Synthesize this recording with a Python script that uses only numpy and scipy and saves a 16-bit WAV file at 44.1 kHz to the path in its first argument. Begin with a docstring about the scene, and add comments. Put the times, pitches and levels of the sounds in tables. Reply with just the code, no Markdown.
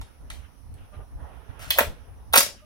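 """A rifle is handled at a roofed outdoor bench, close to a small stereo microphone pair: two light
clicks, the magazine slips out, the charging handle slides, unlatches and hits its stop, then the bolt
slams home in several blows. Each impact excites damped modes of the hollow body and the steel parts;
sliding friction gives a scrape, and the roof answers briefly. Wind thumps on both microphone ports,
cloth and sling rustle, and something far off hoots twice over a faint hiss."""
import sys
import numpy as np
from scipy import signal
from scipy.fft import rfft, irfft, next_fast_len
from scipy.io import wavfile
from scipy.ndimage import uniform_filter1d, map_coordinates

SR = 44100
rng = np.random.default_rng(int(sys.argv[2]) if len(sys.argv) > 2 else 0)


def transcribe(signal):
    """Save signal, clipped to [-1, 1], as a 16-bit WAV file at the path in sys.argv[1]."""
    frames = np.atleast_2d(signal).T
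    limited = np.clip(frames, -1, 1)
    pcm = np.round(limited * 32767).astype(np.int16)
    wavfile.write(sys.argv[1], SR, pcm)


N = 116865
LEAD_S = .000195  # the rifle's sound reaches the left port first
SIDE = np.array([[.5], [-.5]])  # splits a level difference between left and right


def contacts():
    """Impact excitation: each metal contact rings the rifle; the hardest also thud in the stock."""
    # Contacts: t/s, ring time over that of the free ring, then level/dB in seven bands
    # (low and upper body; low, mid and high steel; low and top treble)
    impacts = [(0.0128, 1.21, -66, -41, -48.5, -43.5, -46.5, -47.5, -56),
               (0.3012, 0.65, -62, -46, -52, -33.5, -43, -39, -53),
               (0.3028, 0.74, -52, -37, -33.5, -32.5, -42, -45.5, -50),
               (0.74, 0.87, -76, -74, -64, -59, -66, -56, -64),
               (1.593, .6, -63, -42, -58, -49, -48, -47, -54),
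               (1.705, 0.53, -35, -24, -20.5, -10.5, -17, -19, -20),
               (1.708, 0.58, -35, -50, -20, -7, -22, -34, -18),
               (1.776, 0.92, -32, -28, -36, -26, -44, -33, -37),
               (1.7853, 1.15, -9.5, -10, -13, -17.5, -25.5, -22.5, -15.5),
               (1.791, 0.34, -46, -7.5, -8, -30, -21, -14, -12),
               (1.797, 0.34, -27, -20, -17, -22, -42, -34, -32),
               (1.8065, 0.3, -11, -18, -19.5, -16.5, -24.5, -27, -35),
               (1.8109, 0.37, -8.5, -16, -26, -41, -28, -39, -40),
               (1.830, 0.86, -21.5, -37, -26, -51, -48, -53, -48),
               (2.326, 1.5, -42.5, -37, -47.5, -34.5, -59.5, -42, -42),
               (2.3341, 1.24, -39, -30, -30, -14, -22, -20.5, -25),
               (2.3386, 0.52, -26.5, -5, -21.5, -15.5, -17, -16, -29.5),
               (2.3422, 0.46, -23, -12, -9, -20, -24.5, -24.5, -26),
               (2.3485, 1.4, -21, -20, -27.5, -33.5, -28, -41, -35),
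               (2.3561, 1.1, -15.5, -16.5, -19.5, -14.5, -24, -18, -13),
               (2.3602, 1.1, -17.5, -7, -12.5, -15.5, -16, -20.5, -21),
               (2.365, 0.57, -18, -11, -13, -16, -14, -15.5, -27),
               (2.374, 1.3, -26, -28, -24.5, -13, -11.5, -15, -16.5),
               (2.3796, 0.47, -16.5, -15.5, -11.5, -8, -9.5, -9.5, -10.5),
               (2.385, 0.55, -20.5, -17, -16, -21.5, -15, -6, -17),
               (2.392, 0.53, -20, -29, -27.5, -24.5, -15, -14.5, -24.5),
               (2.405, 0.99, -25.5, -20, -19, -35, -18.5, -24, -18.5),
               (2.429, 1.12, -30, -33, -25, -38.5, -34.5, -24.5, -32.5),
               (2.463, 0.51, -28.5, -30, -26, -26.5, -37, -42.5, -41),
               (2.489, 0.81, -38, -40, -40, -49, -45, -53, -52)]
    # Blows taken by the stock: t/s, level/dB
    thuds = [(1.808, -11), (2.378, -10.5)]
    thud_hz, thud_t60_s, thud_rise_s = 231.7, .05, .00043
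    out, t = np.zeros((2, N + SR)), np.arange(SR // 8) / SR
    for start, ring_share, *levels_db in impacts:
        hit = sum(amp(db) * blow(band, t, ring_share) for band, db in enumerate(levels_db))
        lag_s = LEAD_S + .000018 * rng.standard_normal()  # parts sit at different angles
        for port, delay_s in zip(out, (0, lag_s)):
            port[round((start + delay_s) * SR):][:len(t)] += hit
    for start, db in thuds:
        envelope = amp(db - 60 * t / thud_t60_s) * (1 - np.exp(-t / thud_rise_s))
        out[:, round(start * SR):][:, :len(t)] += envelope * np.sin(2 * np.pi * thud_hz * t)
    return out[:, :N]


def blow(band, t, ring_share):
    """Modal superposition: one band of an impact is a sum of damped sinusoids plus a noise burst."""
    # Modes, from the hollow receiver up to the small steel parts: f/Hz, relative level/dB, T60/s
    modes = [(530, -9, .045), (585, 0, .055), (700, -3, .045), (790, -4, .04), (900, -2, .045),
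             (1090, -2, .035), (1335, 0, .045), (1650, -4, .04), (1780, -5, .04), (1910, -3, .045),
             (1955, -3, .045), (2190, -4, .04), (2410, -4, .04), (2750, -4, .04), (3000, -4, .03),
             (3210, -1, .035), (3435, 1, .04), (3815, 0, .04), (4400, -3, .025), (4705, -6, .035),
             (5025, -4, .035), (5450, -2, .04), (5700, -2, .04), (6110, -4, .045), (6600, -3, .04),
             (8700, -4, .03), (9015, -2, .035), (9800, -2, .025), (10300, -3, .025), (11400, -7, .025),
             (12740, -2, .025), (13400, -3, .025), (14800, -6, .02)]
    # Edges of the seven bands: f/Hz
    band_edges = [490, 650, 1500, 2870, 4530, 7500, 11000, 15800]
    # Noise burst in each band: relative level/dB
    crack_db = [-9, -5, 1, -1, 2, 3, 4]
    # Its decay in each band, before scaling by ring_share: T60/s
    crack_t60 = [.025, .02, .022, .02, .022, .022, .022]
    scatter_db, detune, phase_step, attack_s = 2, .003, .03, .0006
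    low, high = band_edges[band:band + 2]
    hz, db, t60 = np.transpose([m for m in modes if low < m[0] <= high])[:, :, None]
    fall = 60 * t / np.clip(ring_share, .2, 2)
    level_draw, pitch_draw = rng.standard_normal((2, len(hz), 1))
    drift = phase_step * np.cumsum(rng.standard_normal((len(hz), len(t))), 1) * np.sqrt(hz / 5000)
    phase = 2 * np.pi * hz * (1 + detune * pitch_draw) * t + drift
    envelopes = amp(db + scatter_db * level_draw - fall / t60)
    ring = (envelopes * np.sin(phase)).sum(0) / np.linalg.norm(amp(db))
    bandpass = signal.butter(4, [low, high], "band", fs=SR, output="sos")
    noise = unit(signal.sosfilt(bandpass, rng.standard_normal(len(t))))
    crack = amp(crack_db[band] - fall / crack_t60[band]) * noise
    return (ring + crack) * (1 - np.exp(-t / attack_s))


def slide():
    """Sliding friction: a part moving in its track gives grainy noise, later at the right port."""
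    # Travel of the magazine, then the handle: t/s, level/dB
    travel = [(.305, -86), (.312, -51.5), (.35, -53), (.43, -76), (.5, -110), (1.575, -110), (1.594, -55),
              (1.62, -42.5), (1.645, -45.5), (1.67, -52), (1.7, -48.5), (1.712, -37.5), (1.74, -46.5),
              (1.785, -35), (1.795, -110)]
    # Friction spectrum: f/Hz, relative density level/dB
    spectrum = [(350, -35), (600, 8), (1420, -14.5), (1630, -2), (2450, -3.5), (3650, -5), (7740, -5.5),
                (13600, -12), (15800, -18.5)]
    level_db, = curves(travel)
    grit = amp(2.5 * wobble(300)[0]) * rush(spectrum, correlation=.8, patchy_db=1)[0]
    scrape = amp(level_db) * unit(grit)
    return np.array([scrape, np.roll(scrape, round(LEAD_S * SR))])


def roof(x):
    """Diffuse reflection from roof and benches: each block is convolved with a fresh noise tail."""
    # Reverberation time: f/Hz, T60/s
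    decay = [(200, 0.65), (700, 0.19), (2000, 0.17), (5000, 0.28), (10000, 0.21), (15000, 0.17)]
    # Colour of the reflections: f/Hz, relative level/dB
    colour = [(200, -7.5), (700, -2), (2000, 4.9), (5000, 6.5), (10000, 5.5), (15000, 1)]
    block_s, delay_s, coherent_below_hz = .06, .005, 930
    out, step = np.zeros((2, N + SR)), int(block_s * SR)
    for i in range(0, N, step):
        block = x[i:i + step]
        if np.abs(block).max() > 1e-4:
            hz, t, noise = signal.stft(rng.standard_normal((2, SR // 2)), SR, nperseg=256)
            hz = hz[:, None]
            common = 1 / (1 + (hz / coherent_below_hz) ** 2)  # both ports hear much the same lows
            noise = np.sqrt(common) * noise[0] + np.sqrt(1 - common) * noise
            envelope = amp(along(colour, hz) - 60 * t / along(decay, hz))
            tail = signal.istft(noise * envelope, SR, nperseg=256)[1] / 40  # near unit energy
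            wet = signal.fftconvolve(block[None], tail, axes=1)
            out[:, i + round(delay_s * SR):][:, :wet.shape[1]] += wet
    return out[:, :N]


def wind():
    """Turbulent pressure: low, lumpy buffeting, nearly uncorrelated between the ports."""
    # Gusts: t/s, relative level/dB, left over right/dB
    gusts = [(0.0, -33.5, -2), (0.04, -40, 2), (0.07, -53, 4), (0.13, -57, -23), (0.18, -49.5, -4),
             (0.22, -40, 1), (0.33, -40, -4), (0.39, -42.5, -12), (0.47, -48, -8.5), (0.6, -58, -31),
             (0.72, -34.5, 8), (0.78, -40.5, -12), (0.82, -35.5, -1), (0.87, -48, 4), (0.92, -57, -27),
             (0.98, -33, -3), (1.09, -52.5, -11), (1.16, -31.5, 7), (1.2, -41, -12), (1.23, -32.5, -2),
             (1.31, -48, -8), (1.36, -55.5, -36.5), (1.47, -69.5, -38), (1.5, -33.5, -7), (1.56, -65, -43),
             (1.63, -44.5, -21), (1.67, -47.5, 27), (1.7, -42, 26), (1.74, -46, -6.5), (1.88, -31.5, -4.5),
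             (1.96, -44, -2), (1.98, -58.5, -28), (2.03, -40.5, -7), (2.07, -58, 29), (2.09, -41.5, 4),
             (2.27, -45.5, -1), (2.29, -38.5, -2), (2.41, -43, -0.5), (2.62, -53.5, 0), (2.65, -52, 5)]
    # Buffeting spectrum: f/Hz, relative density level/dB
    spectrum = [(12, -9.5), (20, -18), (43, 0), (75, -0.5), (124, -13), (221, -28), (271, -21),
                (300, -23.5), (390, -56), (660, -120)]
    level_db, pan_db = curves(gusts)
    lumps = unit(amp(.5 * wobble(21)) * rush(spectrum, correlation=.05, patchy_db=.1))
    return amp(level_db - 1.5 + pan_db * SIDE) * lumps


def rustle():
    """Fabric friction: moving cloth and sling give two bands of noise, stronger on the right."""
    # Movements: t/s, low-band level/dB, high-band level/dB
    movements = [(0, -58.5, -63.5), (.18, -68, -69), (.22, -60, -82), (.33, -60, -64), (.45, -62, -60.5),
                 (.55, -67.5, -75), (.72, -65, -93), (.78, -58, -61), (.86, -61.5, -64.5), (.91, -62, -72),
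                 (.94, -56, -58.5), (1.0, -52, -64.5), (1.06, -61.5, -76), (1.16, -61, -81),
                 (1.21, -48.5, -67.5), (1.27, -51, -64), (1.37, -52, -61.5), (1.46, -56.5, -65.5),
                 (1.51, -56.5, -57), (1.57, -52, -60.5), (1.63, -52.5, -45.5), (1.7, -65, -52),
                 (1.78, -45, -60), (1.9, -48, -57), (2.0, -60.5, -62.5), (2.13, -59, -69.5),
                 (2.3, -59.5, -89), (2.55, -58.5, -60.5), (2.65, -111, -67)]
    # Low band of the cloth: f/Hz, relative density level/dB
    low_spectrum = [(88, -56), (150, -2.5), (227, -18.5), (429, -6.5), (728, -8), (833, -7), (1500, -18.5),
                    (1950, -20.5), (3300, -120)]
    # High band of the cloth: f/Hz, relative density level/dB
    high_spectrum = [(800, -30), (1300, 0), (2000, -7.5), (3000, -6.5), (3800, -15.5), (5200, -41),
                     (7000, -34.5), (12000, -120)]
    low_db, high_db = curves(movements)
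    low = amp(low_db + 1.5 * wobble(40)) * rush(low_spectrum, correlation=.3, patchy_db=2)
    high = amp(high_db + 1.5 * wobble(40)) * rush(high_spectrum, correlation=.05, patchy_db=2)
    return amp(-3 * SIDE) * (low + high)


def hoots():
    """Harmonic tones: each distant hoot is a fundamental and its octave, wavering in level."""
    # Hoots: t/s, duration/s, f/Hz, fundamental level/dB, octave level/dB
    calls = [(0.92, 0.12, 600, -59, -59.5), (2.617, 0.035, 608, -55, -61)]
    rise_s, fall_s = .0092, .008
    out, t = np.zeros(N), np.arange(N) / SR
    for start, duration, hz, first_db, octave_db in calls:
        gate = np.clip((t - start) / rise_s, 0, 1) * np.clip((start + duration - t) / fall_s, 0, 1)
        phase = 2 * np.pi * hz * t
        out += gate * (amp(first_db) * np.sin(phase) + amp(octave_db) * np.sin(2 * phase))
    return amp(2.5 * wobble(60)) * out


def hiss():
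    """Noise floor: a faint broadband hiss, nearly uncorrelated between the ports."""
    # Hiss spectrum: f/Hz, relative density level/dB
    spectrum = [(120, -43), (200, 3), (330, -9), (700, -10.5), (1300, -14), (2400, -19.5), (4500, -25),
                (5800, -18), (6800, -30.5), (7700, -35), (9000, -22), (10200, -15), (11500, -22.5),
                (12500, -27.5), (15000, -26), (15900, -28.5)]
    return amp(-61) * rush(spectrum, correlation=.027, patchy_db=-1.6)


def amp(db):
    """Amplitude ratio of a level in dB."""
    return 10 ** (np.asarray(db) / 20)


def unit(x):
    """Normalisation to rms 1."""
    return x / np.sqrt(np.mean(x ** 2) + 1e-20)


def along(points, hz):
    """Interpolation of (f/Hz, value) points on a logarithmic frequency axis."""
    f, values = np.transpose(points)
    return np.interp(np.log(hz + 1), np.log(f + 1), values)


def curves(rows):
    """Linear interpolation of each column after t/s to one value per sample."""
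    times, *columns = np.transpose(rows)
    return [np.interp(np.arange(N) / SR, times, column) for column in columns]


def wobble(rate):
    """Random modulation: two spline curves with `rate` knots a second."""
    knots = rng.standard_normal((2, int(N * rate / SR) + 4))
    return np.array([map_coordinates(row, [np.arange(N) * rate / SR]) for row in knots])


def filtered(x, response):
    """Linear filtering: the spectrum of x times a frequency response."""
    size = next_fast_len(N + SR // 2)
    return irfft(rfft(x, size) * response(np.fft.rfftfreq(size, 1 / SR)), size)[..., :N]


def rush(spectrum, correlation, patchy_db):
    """Partly correlated stereo noise of rms 1, with random gain patches in time and frequency."""
    cells = signal.stft(rng.standard_normal((2, N)), nperseg=512)[2]
    patches = uniform_filter1d(uniform_filter1d(rng.standard_normal(cells.shape[1:]), 6, 0), 10, 1)
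    pair = signal.istft(cells * amp(patchy_db * unit(patches)), nperseg=512)[1][:, :N]
    a, b = filtered(pair, lambda hz: amp(along(spectrum, hz)))
    angle = np.arccos(correlation) / 2
    mid, side = np.cos(angle) * a, np.sin(angle) * b
    return unit(np.array([mid + side, mid - side]))


def scene():
    """Superposition: the rifle's direct and reflected sound over wind, rustle, hoots and hiss."""
    # Level difference of the direct sound: f/Hz, left over right/dB
    pan = [(200, -2), (700, -4), (2400, -2.5), (4400, -1), (8100, .3), (15000, -.7)]
    # Microphone response to the rifle and its reflections: f/Hz, gain/dB
    microphone = [(100, -21.5), (1000, 3.28), (4200, -1), (6000, -2.5), (7600, -3.5), (9500, 0.64),
                  (15000, 3.5)]
    rifle = slide() + contacts()
    direct = filtered(rifle, lambda hz: amp(along(pan, hz) * SIDE))
    reflected = amp(-6) * roof(rifle[0])
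    heard = filtered(direct + reflected, lambda hz: amp(along(microphone, hz)))
    return heard + wind() + rustle() + hoots() + hiss()


def record(dry):
    """Saturation and band limiting: peaks clip softly, then a steep low-pass cuts the top treble."""
    ceiling, hardness = .99, 8
    cutoff_hz, edge_hz = 15908, 120
    clipped = dry / (1 + np.abs(dry / ceiling) ** hardness) ** (1 / hardness)
    stop_hz = cutoff_hz + edge_hz / 2
    return filtered(clipped, lambda hz: np.sin(np.pi / 2 * np.clip((stop_hz - hz) / edge_hz, 0, 1)) ** 2)


dry = scene()
out = record(dry)
transcribe(out)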